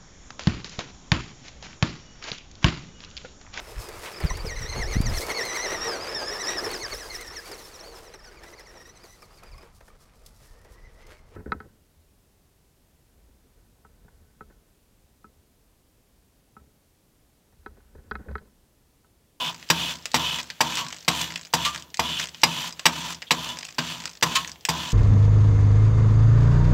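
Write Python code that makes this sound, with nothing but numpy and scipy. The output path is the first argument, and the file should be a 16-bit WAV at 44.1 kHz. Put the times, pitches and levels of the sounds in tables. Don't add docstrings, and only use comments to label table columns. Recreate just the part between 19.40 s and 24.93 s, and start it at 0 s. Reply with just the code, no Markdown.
import sys
import numpy as np
from scipy import signal
from scipy.io import wavfile
from scipy.ndimage import uniform_filter1d

SR = 44100
rng = np.random.default_rng(int(sys.argv[2]) if len(sys.argv) > 2 else 0)


def how_loud(loudness_db):
    steps = np.asarray(loudness_db, float) / 20
    return 10 ** steps


def dump_mix(stems):
    frames = np.atleast_2d(stems).T
    limited = np.clip(frames, -1, 1)
    pcm = np.round(limited * 32767).astype(np.int16)
    wavfile.write(sys.argv[1], SR, pcm)


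N = 243873


def evened(x):
    return x / np.sqrt(np.mean(x ** 2) + 1e-20)


def peaked(x):
    return x / abs(signal.hilbert(x)).max(-1, keepdims=True)


def add(mix, start_s, sound):
    part = mix[round(start_s * SR):][:len(sound)]
    part += sound[:len(part)]


def colour(x, points):
    hz = abs(np.fft.fftfreq(4096, 1 / SR))
    point_hz, point_db = np.transpose(points[:-1])
    db = np.interp(np.log(hz + 1), np.log(point_hz), point_db)
    log_gain = np.log(how_loud(np.maximum(db, -100)))
    taps = np.fft.ifft(np.exp(np.conj(signal.hilbert(log_gain)))).real[:2048]
    return signal.oaconvolve(x, taps)[:len(x)]


def ring(x, modes):
    out = np.zeros(len(x))
    for k, (hz, width_hz, db) in enumerate(modes):
        pole = np.exp((2j * np.pi * hz - np.pi * width_hz) / SR)
        resonance = 2 * signal.lfilter([1 - abs(pole)], [1, -pole], x).real
        out += (-1) ** k * how_loud(db) * resonance
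    return out


def turning(force, modes, swell_db, per_s):
    t = np.arange(N) / SR
    knots_s = np.arange(0, N / SR + 1, 1 / per_s)
    out = np.zeros(N)
    for mode in modes:
        swell = how_loud(swell_db * rng.standard_normal(len(knots_s)))
        out += np.interp(t, knots_s, swell) * ring(force, [mode])
    return out


def split(x, hz):
    return [signal.sosfilt(signal.butter(4, hz, kind, fs=SR, output="sos"), x) for kind in ("low", "high")]


def grit(count, per_s, spread_db):
    size = how_loud(spread_db * np.minimum(rng.exponential(size=count), 5))
    size = size * rng.choice([-1., 1.], count)
    return evened(size * (rng.random(count) < per_s / SR))


def shiver(samples, depth_db):
    slow = uniform_filter1d(uniform_filter1d(rng.standard_normal(N), size=samples), size=samples)
    return how_loud(depth_db * evened(slow))


# push_s, rasp_db, grit_hiss_db, stem_db, bench_db
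STROKES = [(.03, -26.5, -46, -34.5, -41.5), (.45, -27, -39, -38, -38.5), (.868, -27.5, -38, -37, -38.5),
           (1.36, -32.5, -37.5, -38, -41.5), (1.81, -32, -35.5, -37.5, -40), (2.24, -33, -38.5, -38.5, -41),
           (2.72, -30, -40, -40.5, -40.5), (3.18, -31.5, -39, -40.5, -38.5),
           (3.6, -38.5, -39.5, -40.5, -41), (4.06, -35.5, -41.5, -40.5, -43), (4.5, -38.5, -39, -43, -45.5),
           (4.94, -34, -38.5, -39, -38.5), (5.43, -32.5, -39.5, -39.5, -40)]
# lift_s, release_s, pressure_change_db, shaft_rub_db, shaft_rub_before_next_landing_db
LIFTS = [(0.099, 0.051, -4, -54.5, -59), (0.517, 0.049, -3.5, -52.5, -60.5),
         (1.003, 0.019, -7.5, -50.5, -61), (1.409, 0.072, -0.5, -50, -64), (1.832, 0.15, 1.2, -54, -69),
         (2.275, 0.22, -2.3, -62, -75), (2.842, 0.018, -2, -57, -57.5), (3.282, 0.042, -7, -58, -58.5),
         (3.726, 0.023, -3, -53, -64.5), (4.097, 0.14, 1.5, -58.5, -65), (4.514, 0.17, 4, -54, -73),
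         (4.99, 0.18, -2.3, -60, -69), (5.47, 0.19, -2, -57, -56)]
START_DB = (-5.5, -2.5, 2.2, -1.1)
SAG_SHARE = (0.99, 0.18, 0.49, 1.26)
RUB_DB = (-10, -3, 2.2, 3.5)
RUB_END_DB = (-7.5, 4, -14, -3.5)
AFTER_DB = (1.4, .1, 9.8, 13.3)
BIND_DB = (2.2, 3.7, 3.8, .1)


def contact():
    t = np.arange(N) / SR
    lands_s = [-.35] + [row[0] for row in DROPS] + [6.]
    stroke = np.searchsorted(lands_s, t) - 1
    levels = np.zeros((4, N))
    for k, (push, lift) in enumerate(zip(STROKES, LIFTS)):
        push_s, push_db = push[0], np.array(push[1:])
        lift_s, release_s, change_db, rub_db, end_db = lift
        times = [lands_s[k], push_s, lift_s, lift_s + release_s, lands_s[k + 1] - .02]
        times = np.maximum.accumulate(times)
        nodes = [push_db + START_DB,
                 push_db,
                 push_db + change_db * np.array(SAG_SHARE),
                 rub_db + np.array(RUB_DB),
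                 end_db + np.array(RUB_END_DB)]
        now = t[stroke == k]
        course = np.array([np.interp(now, times, db) for db in np.transpose(nodes)])
        ringing_on = np.exp(-(now - lands_s[k]) / 0.044)
        levels[:, stroke == k] = course + np.outer(AFTER_DB, ringing_on)
    bind = sum(np.exp(-((t - s - length_s / 2) / 0.017) ** 2) for s, *_, length_s in CATCHES)
    return levels + np.outer(BIND_DB, bind)


# freq_hz, density_db_per_hz
SCRAPE = [(180, -32), (300, -41), (349, -69), (427, -91), (660, -38), (754, -51), (987, -10), (1960, -5.5),
          (3190, -0.5), (5020, -9.5), (6900, -9), (9810, -25.5), (15200, -29), (16500, -72)]
# centre_hz, width_hz, level_db
SEAT = [(2573, 49, 5), (2826, 27, -5.5), (2980, 130, 3), (3140, 40, 0.5), (3350, 58, -1), (3470, 34, 7.5),
        (3700, 27, -6), (3830, 30, -11)]
# centre_hz, width_hz, level_db
HEAD = [(1300, 60, -39), (1780, 19, -12), (4480, 55, -15.5), (4950, 61, -29), (5940, 100, -14),
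        (7420, 41, -7.5), (12300, 300, -16), (13000, 250, -16), (10300, 230, -27)]
# centre_hz, width_hz, level_db
FIZZ = [(9200, 1100, -3.5), (10730, 1000, -0.5), (12030, 1050, 1), (13600, 760, -5), (15000, 1100, -1.5)]
# centre_hz, width_hz, level_db
STEM = [(534, 14, -9), (692, 73, -3), (795, 69, -10.5), (922, 44, 3), (956, 23, -8), (986.5, 48, 9),
        (1136, 72, -19)]
# centre_hz, width_hz, level_db
BENCH = [(73.3, 1.8, -4), (129.7, 29.6, -8.5), (167.9, 9.1, 2), (241.7, 16.9, -4.5), (319.5, 7.2, -6.5),
         (344.3, 14, -15)]


def grinding():
    force = grit(N, 11000, 2.76) * shiver(160, 1.67)

    chatter = grit(N, 8000, 0.87) + 0.043 * force
    chatter = chatter * shiver(70, 1.55)
    rasp = turning(chatter, SEAT, swell_db=3.0, per_s=18) + how_loud(-8) * chatter
    rasp = ring(rasp, [(3200, 1100, 0)])

    scrape = colour(force, SCRAPE)
    _, hiss = split(scrape + how_loud(15.5) * turning(scrape, HEAD, swell_db=1.6, per_s=33), 1120)
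    hiss, fizz = split(hiss, 9400)
    hiss = hiss + turning(fizz, FIZZ, swell_db=4.0, per_s=14)

    stem = turning(force, STEM, swell_db=2.0, per_s=9)
    layers = [rasp, hiss, stem, ring(force, BENCH)]
    trims_db = [0.0, 6.0, 0.9, 0.36]
    return sum(how_loud(db + trim_db) * evened(x) for db, trim_db, x in zip(contact(), trims_db, layers))


def crunch(length_s, rise_s, t60_s):
    t = np.arange(int(.35 * SR)) / SR
    decay_db = -550 * t - 60 * np.maximum(t - length_s, 0) / t60_s
    shape = np.minimum(t / rise_s, 1) * how_loud(decay_db)
    return shape * grit(len(t), 12000, 3.77)


# start_s, peak_db, stem_db, brightness_db, crunch_length_s
DROPS = [(0.3003, -5, -7.5, -4, 0.012), (0.7422, -9, 2, -3.5, 0.026), (1.2054, -9, 3, -4, 0.0099),
         (1.679, -6, -6, -5, 0.0097), (2.1362, -9, 2, -0.5, 0.017), (2.5932, -11.5, 1.5, -4, 0.0073),
         (3.033, -1.5, -4.5, -6.5, 0.0074), (3.4548, -4.5, -2.5, -2, 0.013), (3.907, -7, -2.5, -6, 0.013),
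         (4.3828, -12, -8, -10, 0.012), (4.825, -9, -2.5, -2, 0.013), (5.2869, -10.5, -2.5, -2.5, 0.016)]
# freq_hz, density_db_per_hz
CRUNCH = [(180, -26.5), (300, -8.5), (513, -8), (954, -5), (1270, -10.5), (1840, -7), (4540, -7),
          (5280, -2), (6790, -10.5), (7760, -7.5), (9180, -23), (12800, -18), (15700, -26), (16500, -89)]


def drop(peak_db, stem_db, bright_db, length_s):
    force = crunch(length_s, rise_s=0.0015, t60_s=0.05)
    body, edge = split(colour(force, CRUNCH), 4500)
    dull, body = split(body, 1680)
    body = body + how_loud(-4.5) * dull
    edge = np.pad(edge, (45, 0))[:len(force)]

    knock = np.pad(np.hanning(22), (20, len(force) - 42)) * 2.9
    # centre_hz, width_hz, level_db
    struck_stem = [(918, 20, 4), (670, 50, -9), (985, 32, 0), (490, 50, -12), (950, 150, -9)]
    stem = ring(0.32 * force + knock, struck_stem)

    push = np.hanning(90)
    thud = ring(np.pad(push, (60, len(force) - 60 - len(push))), BENCH)

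    parts = peaked(body) + how_loud(bright_db) * peaked(edge) + how_loud(stem_db - 5.5) * peaked(stem)
    return how_loud(peak_db + 5.0) * parts + how_loud(-22.5) * peaked(thud)


# start_s, peak_db, stem_pitch_hz, stem_db, length_s
CATCHES = [
    (1.375, -20.5, 1117, -3.5, 0.04),
    (2.246, -5.5, 1178, -12.5, 0.056),
    (4.951, -6, 1084, -7.5, 0.025),
]


def catch(peak_db, pitch_hz, stem_db, length_s):
    force = crunch(length_s, rise_s=0.0077, t60_s=0.027)
    note = ring(force, [(pitch_hz, 34, 0), (1.012 * pitch_hz, 11, 1),
                        (1.17 * pitch_hz, 50, -8), (.87 * pitch_hz, 40, -8)])
    return how_loud(peak_db) * (peaked(colour(force, SCRAPE)) + how_loud(stem_db) * peaked(note))


# start_s, peak_db, length_s
RUBS = [
    (3.862, -34, .03),
]


def rub(peak_db, length_s):
    count = int(length_s * SR)
    force = np.pad(np.hanning(count) * grit(count, 12000, 1.7), (0, 800))
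    band = [(3350, 560, 0)]
    return how_loud(peak_db) * peaked(ring(ring(force, band), band))


# first_tooth_s, last_tooth_s, teeth_count, first_peak_db, last_peak_db
RUNS = [(0.046, 0.197, 10, -25.5, -40), (0.493, 0.5856, 7, -25.5, -36), (0.986, 1.087, 8, -24, -44),
        (1.446, 1.648, 11, -30, -34.5), (1.9046, 2.069, 10, -27.5, -31.5), (2.797, 2.887, 7, -20.5, -26.5),
        (3.2057, 3.325, 8, -30.5, -28.5), (3.628, 3.746, 9, -37, -26), (4.171, 4.345, 10, -31, -34.5),
        (4.602, 4.7716, 10, -26.5, -36), (5.473, 5.519, 4, -32, -18.5)]


def teeth():
    rows = []
    for first_s, last_s, count, first_db, last_db in RUNS:
        u = np.linspace(0, 1, count)
        size, patch, low = rng.random((3, count))
        start_s = first_s + (last_s - first_s) * (u + .06 * u * (u - 1))
        peak_db = first_db + (last_db - first_db) * u + 2.5 * (2 * size - 1)
        centre_hz = 3930 * 2 ** patch
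        low_db = -4.5 - 8.5 * u + 5 * (2 * low - 1)
        rows += zip(start_s, peak_db, centre_hz, low_db)
    return rows


# start_s,
# peak_db, centre_hz, low_part_db
KNOCKS = [(.2268, -36, 3470, 4), (.556, -25.5, 3520, -17), (.6245, -37, 5030, -20),
          (.6558, -15.5, 3370, -7.5), (.7163, -24.5, 4410, -18), (1.0294, -28, 8000, -25),
          (1.1015, -23, 4300, -2.5), (1.3543, -18.5, 3630, -20), (1.371, -19.5, 2910, -3.5),
          (1.5263, -24.5, 3000, -3.5), (1.8137, -14.5, 2640, -12), (1.958, -21, 3430, -0.5),
          (4.2505, -24.5, 2820, -11), (2.5022, -39.5, 3520, -24), (2.5429, -22.5, 3680, -9.5),
          (2.5712, -21.5, 2550, -24.5), (1.484, -25, 5960, -16), (2.9456, -29.5, 3470, -4.5),
          (2.9946, -48, 3540, -9), (3.394, -21.5, 3450, -6), (3.8197, -29, 3040, -3),
          (3.8247, -31, 2980, 2.5), (4.0443, -22, 2880, -14), (4.0896, -21.5, 2880, -21),
          (4.1873, -20.5, 5450, -12), (4.2297, -26.5, 4400, -2), (4.6552, -19.5, 4950, -4),
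          (4.288, -32.5, 2800, 1.5), (5.251, -11.5, 4950, -6), (5.3338, -31, 3330, -22)]
# start_s, peak_db, centre_hz, low_part_db
SLACK = [
    (0.289, -25.5, 5000, -13),
    (.735, -27, 4500, -12),
    (2.129, -25, 5000, -15),
    (3.017, -25, 6000, -19),
    (4.811, -32, 5560, -7),
]
# start_s, peak_db, centre_hz, low_part_db
COASTING = [(2.2854, -25, 3140, -8), (5.0464, -25.5, 3290, -2.5), (2.3466, -24, 3490, -4),
            (2.36, -21, 5540, -3.5), (2.3768, -25.5, 4070, -8), (2.397, -28, 7650, -24),
            (2.423, -27, 3050, -19), (5.0754, -22.5, 6400, -13), (5.0943, -27.5, 5960, -8),
            (5.1165, -25, 5270, -37), (5.1577, -44.5, 2840, 3), (5.2085, -39, 4000, -27)]
# freq_hz, density_db_per_hz
TOOTH = [(290, -40), (500, -10), (1040, -10), (1680, -1.5), (3930, -2.5), (5040, 2.5), (7940, -4),
         (9740, -27), (13800, -28.5), (16500, -42)]


def ticks(rows, bounce):
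    start_s, peak_db, centre_hz, low_db = np.transpose(rows)[:, :, None]
    t = np.arange(2640) / SR
    late, share = rng.random((2, len(rows), 1))

    def snap(t):
        decay = how_loud(-60 * t / 0.016) + 1.8 * how_loud(-60 * t / 0.011)
        return decay * np.clip(t / 0.0003, 0, 1)

    rebound = snap(np.maximum(t - .0025 - 0.0028 * late, 0))
    shape = snap(t) + bounce * share * rebound
    force = rng.standard_normal(shape.shape) * shape
    body, edge = split(colour(force.ravel(), TOOTH).reshape(force.shape), 10200)
    wide = body + how_loud(0.78 * (peak_db + 34)) * edge
    patch = np.array([ring(x, [(hz, 1300, 0)]) for x, hz in zip(wide, centre_hz[:, 0])])
    low, high = split(wide + how_loud(1.5) * patch, 2740)
    sounds = how_loud(peak_db + 2.0) * (peaked(high) + how_loud(low_db + 3) * peaked(low))
    return zip(start_s[:, 0], sounds)


def walls(x):
    taps = np.zeros(SR // 2)
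    at = np.arange(200, len(taps) - 20, 20)
    taps[at + rng.integers(0, 20, len(at))] = rng.choice([-1., 1.], len(at))
    t = np.arange(len(taps)) / SR
    low, high = split(taps, 1130)
    tail = low * how_loud(-60 * t / 0.26) + high * how_loud(-60 * t / 0.099)
    return signal.oaconvolve(x, tail / np.linalg.norm(tail))[:N]


# freq_hz, density_db_per_hz
SHOP = [(18, -67), (30, 18), (167, 5.5), (388, 5.5), (979, 1.5), (1310, -8), (5740, -37), (7880, -25),
        (9230, -15), (15200, -7), (16500, -80)]


def workshop():
    return how_loud(-56) * evened(colour(rng.standard_normal(N), SHOP))


def scene():
    steady = grinding() + workshop()
    hits = np.zeros(N)
    for table, source in ((DROPS, drop), (CATCHES, catch), (RUBS, rub)):
        for start_s, *settings in table:
            add(hits, start_s, source(*settings))
    knocking = ticks(KNOCKS + SLACK, bounce=0.43)
    gears = ticks(COASTING + teeth(), bounce=.9)
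    for start_s, sound in [*knocking, *gears]:
        add(hits, start_s, sound)
    return (hits + how_loud(-10.5) * walls(hits) + steady)[None]


def top_cut(x):
    return signal.sosfilt(signal.butter(12, 16660, fs=SR, output="sos"), x)


def record(dry):
    thin = signal.sosfilt(signal.butter(4, 60, "high", fs=SR, output="sos"), dry)
    band_limit = signal.firwin(601, 15800, window=("kaiser", 7), fs=SR)
    thin = signal.oaconvolve(thin, band_limit[None], "same")
    mix = 1.375 * np.tanh(thin / 1.677)
    return top_cut(mix)


dry = scene()
out = record(dry)
dump_mix(out)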